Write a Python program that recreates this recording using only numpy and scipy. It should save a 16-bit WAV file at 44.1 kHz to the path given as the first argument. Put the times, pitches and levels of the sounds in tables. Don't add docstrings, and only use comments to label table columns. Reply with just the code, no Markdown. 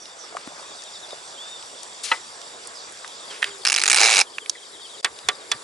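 import sys
import numpy as np
from scipy import signal
from scipy.fft import rfft, irfft, next_fast_len
from scipy.io import wavfile
from scipy.ndimage import uniform_filter1d, map_coordinates

SR = 44100
rng = np.random.default_rng(int(sys.argv[2]) if len(sys.argv) > 2 else 0)


def volts(x):
    e = np.asarray(x, float) / 20
    return 10 ** e


def digitize_waveform(pressure):
    field = np.atleast_2d(pressure).T
    bounded = np.clip(field, -1, 1)
    quanta = np.round(bounded * 32767).astype(np.int16)
    wavfile.write(sys.argv[1], SR, quanta)


N = 248283


def unit(x):
    return x / np.sqrt(np.mean(x ** 2) + 1e-20)


def along(points, hz):
    f, v = np.transpose(points)
    return np.interp(np.log(hz + 1), np.log(f + 1), v)


def curves(rows):
    s, *cols = np.transpose(rows)
    return [np.interp(np.arange(N) / SR, s, c) for c in cols]


def wobble(rate):
    knots = rng.standard_normal(int(N * rate / SR) + 4)
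    return map_coordinates(knots, [np.arange(N) * rate / SR])


def filtered(x, response):
    m = next_fast_len(x.shape[-1] + 8192)
    return irfft(rfft(x, m) * response(np.fft.rfftfreq(m, 1 / SR)), m)[..., :x.shape[-1]]


def peak(hz, centre_hz, width_hz):
    return 1j * hz * width_hz / (centre_hz ** 2 - hz ** 2 + 1j * hz * width_hz)


def panned(x, db):
    return x * volts(np.array([db / 2, -db / 2]).reshape(2, -1))


def add(bus, s, x, pan_db):
    part = bus[:, round(s * SR):][:, :len(x)]
    part += panned(x, pan_db)[:, :part.shape[1]]


def leading(points, hz):
    return np.exp(.5j * np.outer([1, -1], along(points, hz)))


def strokes(rows, rise, sink, width):
    out, steps = np.zeros((2, N)), np.arange(4)
    for s, length, db, start_hz, pan_db in rows:
        u = np.arange(int(length * SR)) / (length * SR)
        colour = 0
        for k in steps:
            centre_hz = start_hz * sink ** (k / steps[-1])
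            hiss = rng.standard_normal(SR // 4)
            band = unit(filtered(hiss, lambda f: peak(f, centre_hz, width * start_hz) ** 2))
            crossfade = np.cos(np.pi / 2 * np.clip(u * steps[-1] - k, -1, 1))
            colour = colour + band[:len(u)] * crossfade
        envelope = np.minimum(u / rise, 1) * np.cos(np.pi / 2 * u)
        add(out, s, volts(db) * envelope * colour, pan_db)
    return out


# (frequency [Hz], correlation [-1..1])
ALIKENESS = [(300, .75), (700, 0.85), (1400, 0.52), (2400, 0.22), (3500, 0.79), (9000, 0.54)]
# (frequency [Hz], lead [rad])
WIDE_LEAD = [(600, 0.048), (1400, 1), (2400, 0.98), (3300, 0.12)]


def rush(gain, patchy_db):
    z = signal.stft(rng.standard_normal((2, N)), nperseg=512)[2]
    patches = uniform_filter1d(uniform_filter1d(rng.standard_normal(z.shape[1:]), 5, 0), 10, 1)
    pair = signal.istft(z * volts(patchy_db * unit(patches)), nperseg=512)[1][:, :N]

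    def mid_side(hz):
        turn = np.arccos(np.clip(along(ALIKENESS, hz), 0, 1)) / 2
        return gain(hz) * [np.cos(turn), np.sin(turn)]

    mid, side = filtered(pair, mid_side)
    return unit(filtered(np.array([mid + side, mid - side]), lambda hz: leading(WIDE_LEAD, hz)))


def resonant_band(centre_hz, width_hz):
    return rush(lambda hz: peak(hz, centre_hz, width_hz) ** 2, patchy_db=2.0)


# (time [s], valley level [dB], insect chorus level [dB])
BACKDROP = [(0, -46.5, -50), (.5, -44, -48), (.7, -45, -46), (3.1, -44.5, -46.5), (3.3, -44, -45.5),
            (3.64, -45, -46.5), (4.25, -47.5, -50), (4.6, -49.5, -50), (5.01, -47, -47), (5.1, -47, -51),
            (5.63, -45, -47)]
# (start [s], 5.7 kHz singer over chorus [dB],
# 7.3 kHz singer over chorus [dB], high hiss over chorus [dB], crickets left over right [dB])
POSITIONS = [(0, -4.5, -12.5, -10, 2), (.6, -6.5, -9.5, -10, -1.5), (3.25, -10, -11, -6, 5),
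             (5.02, -11, -10, -5.5, 5)]


def backdrop():
    valley_db, chorus_db = curves(BACKDROP)
    s, *cols = np.transpose(POSITIONS)
    place = np.clip(np.searchsorted(s, np.arange(N) / SR) - 1, 0, None)
    first_db, second_db, high_db, pan_db = (c[place] for c in cols)
    return valley_db, chorus_db, chorus_db + first_db, chorus_db + second_db, chorus_db + high_db, pan_db


def at_table_side():
    return np.arange(N) / SR > POSITIONS[2][0]


# (frequency [Hz], relative density [dB per Hz])
VALLEY_COLOUR = [(15, -75), (25, -36), (75, -22), (271, -14), (325, -9.5), (413, -7), (536, -4.5),
                 (709, -5.5), (1120, -4.5), (3000, -14.5), (3900, -53), (6600, -120)]
# (frequency [Hz], width [Hz], level over the valley [dB])
DRONE = (416, 180, -8.5)


def valley():
    valley_db = backdrop()[0]
    out = volts(valley_db) * rush(lambda hz: volts(along(VALLEY_COLOUR, hz)), patchy_db=2.0)
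    drone_hz, width_hz, over_db = DRONE
    return out + at_table_side() * volts(valley_db + over_db) * resonant_band(drone_hz, width_hz)


# (frequency [Hz], relative density [dB per Hz])
MEADOW_COLOUR = [(1200, -120), (1800, -16), (2800, -10.5), (4200, -1.5), (6300, -3), (7400, 2), (8600, 0.5),
                 (9200, -20.5), (11000, -19.5), (11300, -120)]
# (frequency [Hz], width [Hz], level over the hiss's own curve [dB])
HISS_LINES = [(9640, 98, -4), (9850, 70, -14)]
# (low cricket [dB], trill [dB])
TABLE_SIDE_DB = (-2, 0.5)
# (before the move to the table side [s], after it [s])
TRILL_PEAKS = (.09, 4.848)
LOW_CRICKET_DB, TRILL_DB = -5, -4
SWELLS_PER_S, SWELL_DEPTH = 5.85, .42


def insects():
    _, chorus_db, first_db, second_db, high_db, pan_db = backdrop()
    t, moved = np.arange(N) / SR, at_table_side()
    out = panned(volts(chorus_db), -1.5) * rush(lambda hz: volts(along(MEADOW_COLOUR, hz)), patchy_db=2.0)

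    low_db = chorus_db + LOW_CRICKET_DB + TABLE_SIDE_DB[0] * moved + 0.96 * wobble(25)
    out += panned(volts(low_db), pan_db) * resonant_band(3516, 560)

    trill = 1 + .5 * np.sin(2 * np.pi * np.cumsum(61 + 4 * wobble(3)) / SR)
    since_peak = t - np.where(~moved, *TRILL_PEAKS)
    phrase = 1 + SWELL_DEPTH * np.cos(2 * np.pi * SWELLS_PER_S * since_peak)
    trill_db = chorus_db + TRILL_DB + TABLE_SIDE_DB[1] * moved
    out += panned(volts(trill_db) * trill * phrase, pan_db) * resonant_band(4755, 740)

    out += volts(first_db) * resonant_band(5690, 460)
    out += panned(volts(second_db), -5.5) * resonant_band(7250, 330)

    def high_hiss(hz):
        lines = sum(volts(db) * abs(peak(hz, c, w)) ** 2 for c, w, db in HISS_LINES)
        return peak(hz, 9940, 3400) ** 2 * (1 + lines)

    return out + volts(high_db) * rush(high_hiss, patchy_db=3.5)


# (time [s], length [s], level [dB], first pitch [Hz], left over right [dB])
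RASPS = [(0, 0.12, -46.5, 6230, -8), (.173, .15, -45, 6300, -11), (2.74, .1, -43, 5400, -7),
         (4.547, 0.031, -43.5, 2230, -2)]


def rasps():
    return strokes(RASPS, rise=.2, sink=.74, width=.09)


def bubble(hz, t60, t):
    return volts(-60 * t / t60) * (1 - np.exp(-t / .001)) * np.sin(2 * np.pi * hz * t * (1 + 1.5 * t))


# (time [s], level [dB])
TRICKLE = [(0, -44.5), (.3, -46.5), (.5, -39.5), (.6, -33.5), (.7, -42), (1.0, -50), (1.15, -29.5),
           (1.25, -73)]
# (time [s], level before onset and decay [dB], first pitch [Hz])
DROPS = [(0.24, -31.5, 1230), (0.325, -28.5, 675), (0.35, -19, 687), (0.367, -18, 1200), (0.474, -22, 270)]


def water():
    out, t = np.zeros((2, N)), np.arange(SR // 20) / SR
    level_db, = curves(TRICKLE)
    for when, pitch, size, side in rng.random((500, 4)):
        s = 1.25 * when
        hz = 550 * 3.4 ** pitch
        db = level_db[int(s * SR)] - 2.5 * np.log(size)
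        add(out, s, volts(db) * bubble(hz, 9 / hz, t), 4 * side - 2)
    for s, db, hz in DROPS:
        add(out, s, volts(db) * bubble(hz, 0.025, t), 0)
    return out


CHIRP_S, FALL_HZ_PER_S, SCATTER_HZ = .056, 14000, 50


def chirping(chirps):
    out, half = np.zeros((2, N)), CHIRP_S / 2
    t = np.arange(-half, half, 1 / SR)
    for s, hz, db, pan_db in chirps:
        middle_hz = hz + SCATTER_HZ * rng.standard_normal()
        phase = 2 * np.pi * (middle_hz * t - FALL_HZ_PER_S / 2 * t ** 2 + rng.random())
        add(out, s - half, volts(db) * np.hanning(len(t)) * np.sin(phase), pan_db)
    return out


def far_crowd():
    _, chorus_db, *_, crowd_pan_db = backdrop()
    chirps = []
    for when, pitch, size, side in rng.random((300, 4)):
        s = when * (N / SR - 1.5 * CHIRP_S) + CHIRP_S / 2
        i = int(s * SR)
        chirps.append((s, 3300 + 550 * pitch, chorus_db[i] - 10 + 6 * size, crowd_pan_db[i] + 8 * side - 4))
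    return chirping(chirps)


# (time [s], peak level [dB], centre [Hz], left over right [dB])
SNAPS = [(0.055, -27.5, 3300, 0), (0.3684, -18.5, 1250, 4), (0.473, -28.5, 1140, 9),
         (0.8205, -30, 4770, 10), (0.8366, -27.5, 5600, 6), (1.1074, -29.5, 3530, 9),
         (1.6256, -28.5, 3720, 7), (1.8312, -24.5, 6430, 10), (2.4149, -28, 4300, -5),
         (2.6718, -23, 9360, -5), (2.9228, -28.5, 8590, 4), (3.0455, -23, 1500, 5), (3.077, -28, 4970, -6),
         (3.4277, -8, 1780, -5.5), (3.4422, -8.5, 2230, -1), (4.3827, -13, 2130, -4),
         (4.46, -24.5, 2390, -3), (4.4955, -4, 5650, -5), (5.0584, -17.5, 1960, 6),
         (5.1881, -26.5, 3600, 4)]


def snaps():
    out, t = np.zeros((2, N)), np.arange(SR // 20) / SR
    for s, db, hz, pan_db in SNAPS:
        burst = rng.standard_normal(len(t)) * volts(-60 * t / 0.016) * (1 - np.exp(-t / 0.00027))
        snap = filtered(burst, lambda f: peak(f, hz, hz * 1.08) ** 2 + volts(-19) * peak(f, 2500, 11000))
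        add(out, s, volts(db) * snap / abs(snap).max(), pan_db)
    return out


# (first chirp [s], last chirp [s], centre [Hz], loudest level [dB], left over right [dB])
PHRASES = [(.636, 1.124, 3640, -38, 2), (1.247, 1.355, 3570, -46, 2), (3.035, 3.2, 3700, -46, -2),
           (3.385, 3.622, 3650, -45, 6), (4.578, 4.99, 3760, -43.5, 7), (5.168, 5.418, 3760, -44, 6),
           (5.515, 5.6, 3720, -50, 6)]
PACE_S, SWELL_DB, LOUDEST_AT = .082, 8, .7


def high_chirper():
    chirps = []
    for first, last, hz, db, pan_db in PHRASES:
        for u in np.linspace(0, 1, round((last - first) / PACE_S) + 1):
            quieter_db = SWELL_DB * ((u - LOUDEST_AT) / LOUDEST_AT) ** 2
            chirps.append((first + u * (last - first), hz, db - quieter_db, pan_db))
    return chirping(chirps)


def tone(rows, pan_db):
    hz, db = curves(rows)
    t = np.arange(N) / SR
    edge = np.clip(np.minimum(t - rows[0][0], rows[-1][0] - t) / 0.01, 0, 1)
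    phase = 2 * np.pi * np.cumsum(hz * (1 + .004 * wobble(60))) / SR
    return panned(edge * volts(db + 2.0 * wobble(40.46)) * np.sin(phase), pan_db)


# (time [s], pitch [Hz], level [dB])
WHISTLE = [(1.372, 2980, -41), (1.395, 3350, -37), (1.42, 3480, -34.5), (1.47, 3625, -42),
           (1.53, 3685, -39), (1.575, 3500, -43)]


def whistle():
    return tone(WHISTLE, pan_db=1.0)


# (time [s], length [s], level [dB], first pitch [Hz], left over right [dB])
RUBS = [(2.032, 0.043, -28, 7140, 6.5), (2.036, 0.17, -33.5, 4100, 7.5), (3.296, 0.12, -39.5, 2500, -3),
        (3.4212, .0066, -27, 3000, -3), (3.445, 0.071, -36, 2200, -5)]


def rubs():
    return strokes(RUBS, rise=0.13, sink=0.6, width=1.5)


# (time [s], peak level [dB], treble lift from 5 kHz up [dB], rise [s],
# left over right [dB])
KNOCKS = [(2.115, -7.5, -14, 0.0029, 0), (5.045, -5, 0, 0.0014, -4), (5.286, -1.5, 0.5, 0.0012, -4),
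          (5.515, -5, 4.5, 0.00194, -4.0)]
# (frequency [Hz], relative density [dB per Hz])
SLATS_COLOUR = [(59, -67), (100, -47), (360, -25.5), (979, -15), (1780, -8.5), (2770, -8.5), (3320, -4),
                (3740, -6.5), (6050, -5), (10600, -16.5), (12000, -12.5), (15500, -68), (22000, -120)]
# (frequency [Hz], time to fall 60 dB [s])
SLATS_FADE = [(200, .11), (1000, .11), (2500, .062), (4000, .035), (6000, .022), (11000, .018)]
# (frequency [Hz], level against 18 dB under the blow [dB], time to fall 60 dB [s])
WOOD_MODES = [(418, -10, 0.076), (742, -7, 0.076), (1166, -7.5, 0.13), (1360, -13, 0.08),
              (1810, -1.5, 0.081), (2040, -11, 0.088), (3450, 6, 0.042)]


def knocks():
    out, t = np.zeros((2, N)), np.arange(SR // 5) / SR
    for s, db, treble_db, rise, pan_db in KNOCKS:
        hz, frames, z = signal.stft(rng.standard_normal(len(t)), SR, nperseg=128)
        colour_db = along(SLATS_COLOUR, hz) + treble_db * np.clip(np.log2((hz + 1) / 2500), 0, 1)
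        dying = volts(colour_db[:, None] - 60 * frames / along(SLATS_FADE, hz)[:, None])
        blow = signal.istft(z * dying, SR, nperseg=128)[1][:len(t)]
        blow = blow * np.minimum(t / rise, 1) ** 2 * (1 + 0.32 * np.exp(-t / 0.002))
        add(out, s, volts(db) * blow / abs(blow).max(), pan_db)

        wood = 0
        for mode_hz, level_db, t60 in WOOD_MODES:
            decay = volts(level_db + rng.normal(0, 3.5) - 60 * t / t60)
            wood = wood + decay * np.sin(2 * np.pi * mode_hz * t + rng.uniform(0, 8.3))
        add(out, s, volts(db - 18) * wood * (1 - np.exp(-t / 0.0023)), pan_db)
    return out


# (frequency [Hz], level against -20 dB [dB], time to fall 60 dB [s])
MUG_MODES = [(519, -7, 0.093), (907, 7, 0.069), (1290, 7.5, 0.063), (1960, 6.5, 0.062), (2016, -1, 0.13),
             (2580, 2, 0.046), (3350, -1.5, 0.037), (4106, 3, 0.032)]


def mug_ring():
    out, t = np.zeros((2, N)), np.arange(SR // 5) / SR
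    s, *_, pan_db = KNOCKS[0]
    ring = 0
    for k, (hz, level_db, t60) in enumerate(MUG_MODES):
        ring = ring + (-1) ** k * volts(level_db - 60 * t / t60) * np.sin(2 * np.pi * hz * t)
    add(out, s, volts(-20) * ring * (1 - np.exp(-t / 0.00091)), pan_db)
    return out


# (time [s], peak level [dB])
LOW_CHIRPS = [(3.104, -47), (3.307, -39), (3.513, -43), (3.626, -47), (4.273, -45), (4.346, -43),
              (4.422, -42.5), (4.578, -46), (4.63, -44.5), (4.757, -47), (4.802, -45), (4.855, -39.5),
              (4.946, -42), (5.47, -59)]


def low_chirper():
    return chirping([(s, 3290, db, 5) for s, db in LOW_CHIRPS])


# (time [s], pitch [Hz], level [dB])
COO = [(3.4, 422.1, -52), (3.466, 405, -44.5), (3.64, 391, -51)]


def coo():
    return tone(COO, pan_db=-1.0)


# (time [s], level before onset and decay [dB], pitch [Hz], time to fall 60 dB [s], left over right [dB])
LID_POP = (3.4272, -6, 1830, .024, -3.5)


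def lid():
    out, t = np.zeros((2, N)), np.arange(SR // 20) / SR
    s, db, hz, t60, pan_db = LID_POP
    pop = volts(db - 60 * t / t60) * (1 - np.exp(-t / 0.00036)) * np.sin(2 * np.pi * hz * t)
    add(out, s, pop, pan_db)
    return out


# (time [s], slips so far [count])
PEEL = [(3.651, 0), (3.699, 3), (3.762, 6), (3.795, 8), (3.899, 13), (3.96, 17), (3.994, 20), (4.031, 24),
        (4.136, 36), (4.211, 43)]
# (time [s], slip level before colouring [dB])
PULL = [(3.65, -10.5), (3.69, -16), (3.72, -9), (3.79, -14.5), (3.87, -8.5), (4.04, -13), (4.1, -14),
        (4.22, -11)]
# (frequency [Hz], gain [dB])
TAPE_COLOUR = [(150, -66), (250, -25), (393, -13), (629, -32), (1180, -5), (1800, -1.5), (1950, -4.5),
               (2740, 1), (3070, -7.5), (5150, -3.5), (5960, -4.5), (10700, -12), (12000, -15),
               (15500, -62), (22000, -120)]
# (frequency [Hz], width [Hz])
FILM = [(4100, 680), (5200, 980), (6800, 1060), (8300, 1500)]
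# (frequency [Hz], width [Hz], gain [dB])
CARTON = [(407, 100, -13), (810, 138, -3.5), (2307, 150, 1), (4030, 210, -4)]
SECOND_DB, SECOND_PER_OCTAVE_DB = -2.5, 0.5
CARTON_DB, CARTON_PER_OCTAVE_DB = 2.5, 7
UNEVEN_DB = 2


def snap_pulse(t, at):
    u = np.maximum(t - at, 0) / .0008
    return u * np.exp(1 - u)


def grit(apart):
    rough = rng.standard_normal(N) * volts(2.3 * wobble(1500))
    return unit(rough + apart * rng.standard_normal((2, N)))


def tape():
    s, count = np.transpose(PEEL)
    starts = np.interp(np.arange(count[-1] + 1), count, s)
    slip_db = np.interp(starts, *np.transpose(PULL))
    stride = np.gradient(starts)
    octaves = np.log2(1 / 50 / stride)
    second_db = SECOND_DB + SECOND_PER_OCTAVE_DB * octaves
    carton_db = CARTON_DB + CARTON_PER_OCTAVE_DB * octaves
    draws = rng.standard_normal((len(starts), 3))
    stretch = rng.integers(len(FILM), size=len(starts))
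    skin, body = np.zeros((len(FILM), 2, N)), np.zeros((2, N))
    t = np.arange(SR // 25) / SR
    for k, at in enumerate(starts):
        late = stride[k] / 3 + .0005 * draws[k, 0]
        first = volts(UNEVEN_DB * draws[k, 1]) * snap_pulse(t, 0)
        second = volts(second_db[k] + UNEVEN_DB * draws[k, 2]) * snap_pulse(t, late)
        tail = volts(-13 - 60 * t / .085)
        slip = volts(slip_db[k]) * (first + second + tail)
        add(skin[stretch[k]], at, slip, 0)
        add(body, at, volts(carton_db[k]) * slip, 0)

    def film(hz):
        rings = np.array([[1 + volts(1.5) * peak(hz, c, w)] for c, w in FILM])
        return volts(along(TAPE_COLOUR, hz)) * rings

    def carton(hz):
        return sum((-1) ** k * volts(db) * peak(hz, c, w) for k, (c, w, db) in enumerate(CARTON))

    peeling = volts(4.5) * filtered(skin * grit(0.45), film).sum(axis=0)
    return panned(peeling + filtered(body * grit(0.13), carton), -3.2)


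# (time [s], length [s], level [dB], first pitch [Hz], left over right [dB])
THUDS = [(5.07, 0.11, -64, 90.5, 0), (5.24, 0.099, -55, 100, 0), (5.535, 0.039, -48, 142, 2)]


def thuds():
    return strokes(THUDS, rise=.19, sink=0.8, width=0.68)


def treeline(calls):
    t = np.arange(SR // 3) / SR
    tail = rng.standard_normal((2, len(t))) * volts(-60 * t / .3)
    echo = signal.fftconvolve(calls, tail / np.linalg.norm(tail[0]), axes=1)[:, :N]
    return calls + volts(-10) * echo


def scene():
    calls = far_crowd() + high_chirper() + whistle() + low_chirper() + coo()
    far = valley() + insects() + rasps() + treeline(calls)
    handling = snaps() + rubs() + lid() + thuds()
    near = water() + knocks() + mug_ring() + tape()
    return far + handling + filtered(near, lambda hz: (1j * hz / (140 + 1j * hz)) ** 2)


# (frequency [Hz], lead [rad])
PORT_LEAD = [(50, 0.37), (350, 0.73), (700, 1.0), (1400, 0.88), (2400, 0.61), (3500, 0.76), (5000, 0.17),
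             (7000, 0.17), (10000, 0.13)]


def ports(hz):
    return leading(PORT_LEAD, hz) * volts(along([(11000, 0.5), (11350, -29), (13000, -13)], hz))


# (start [s], end [s])
DROPOUT = (5.013, 5.027)


def dropout():
    t = np.arange(N) / SR
    return np.clip(np.maximum(DROPOUT[0] - t, t - DROPOUT[1]) / 0.0021, .04, 1)


def top_cut(x):
    return signal.sosfilt(signal.butter(12, 12100, fs=SR, output="sos"), x)


def record(dry):
    x = dropout() * filtered(dry, ports)
    mix = x / (1 + abs(x) ** 6) ** (1 / 6)
    return top_cut(mix)


dry = scene()
out = record(dry)
digitize_waveform(out)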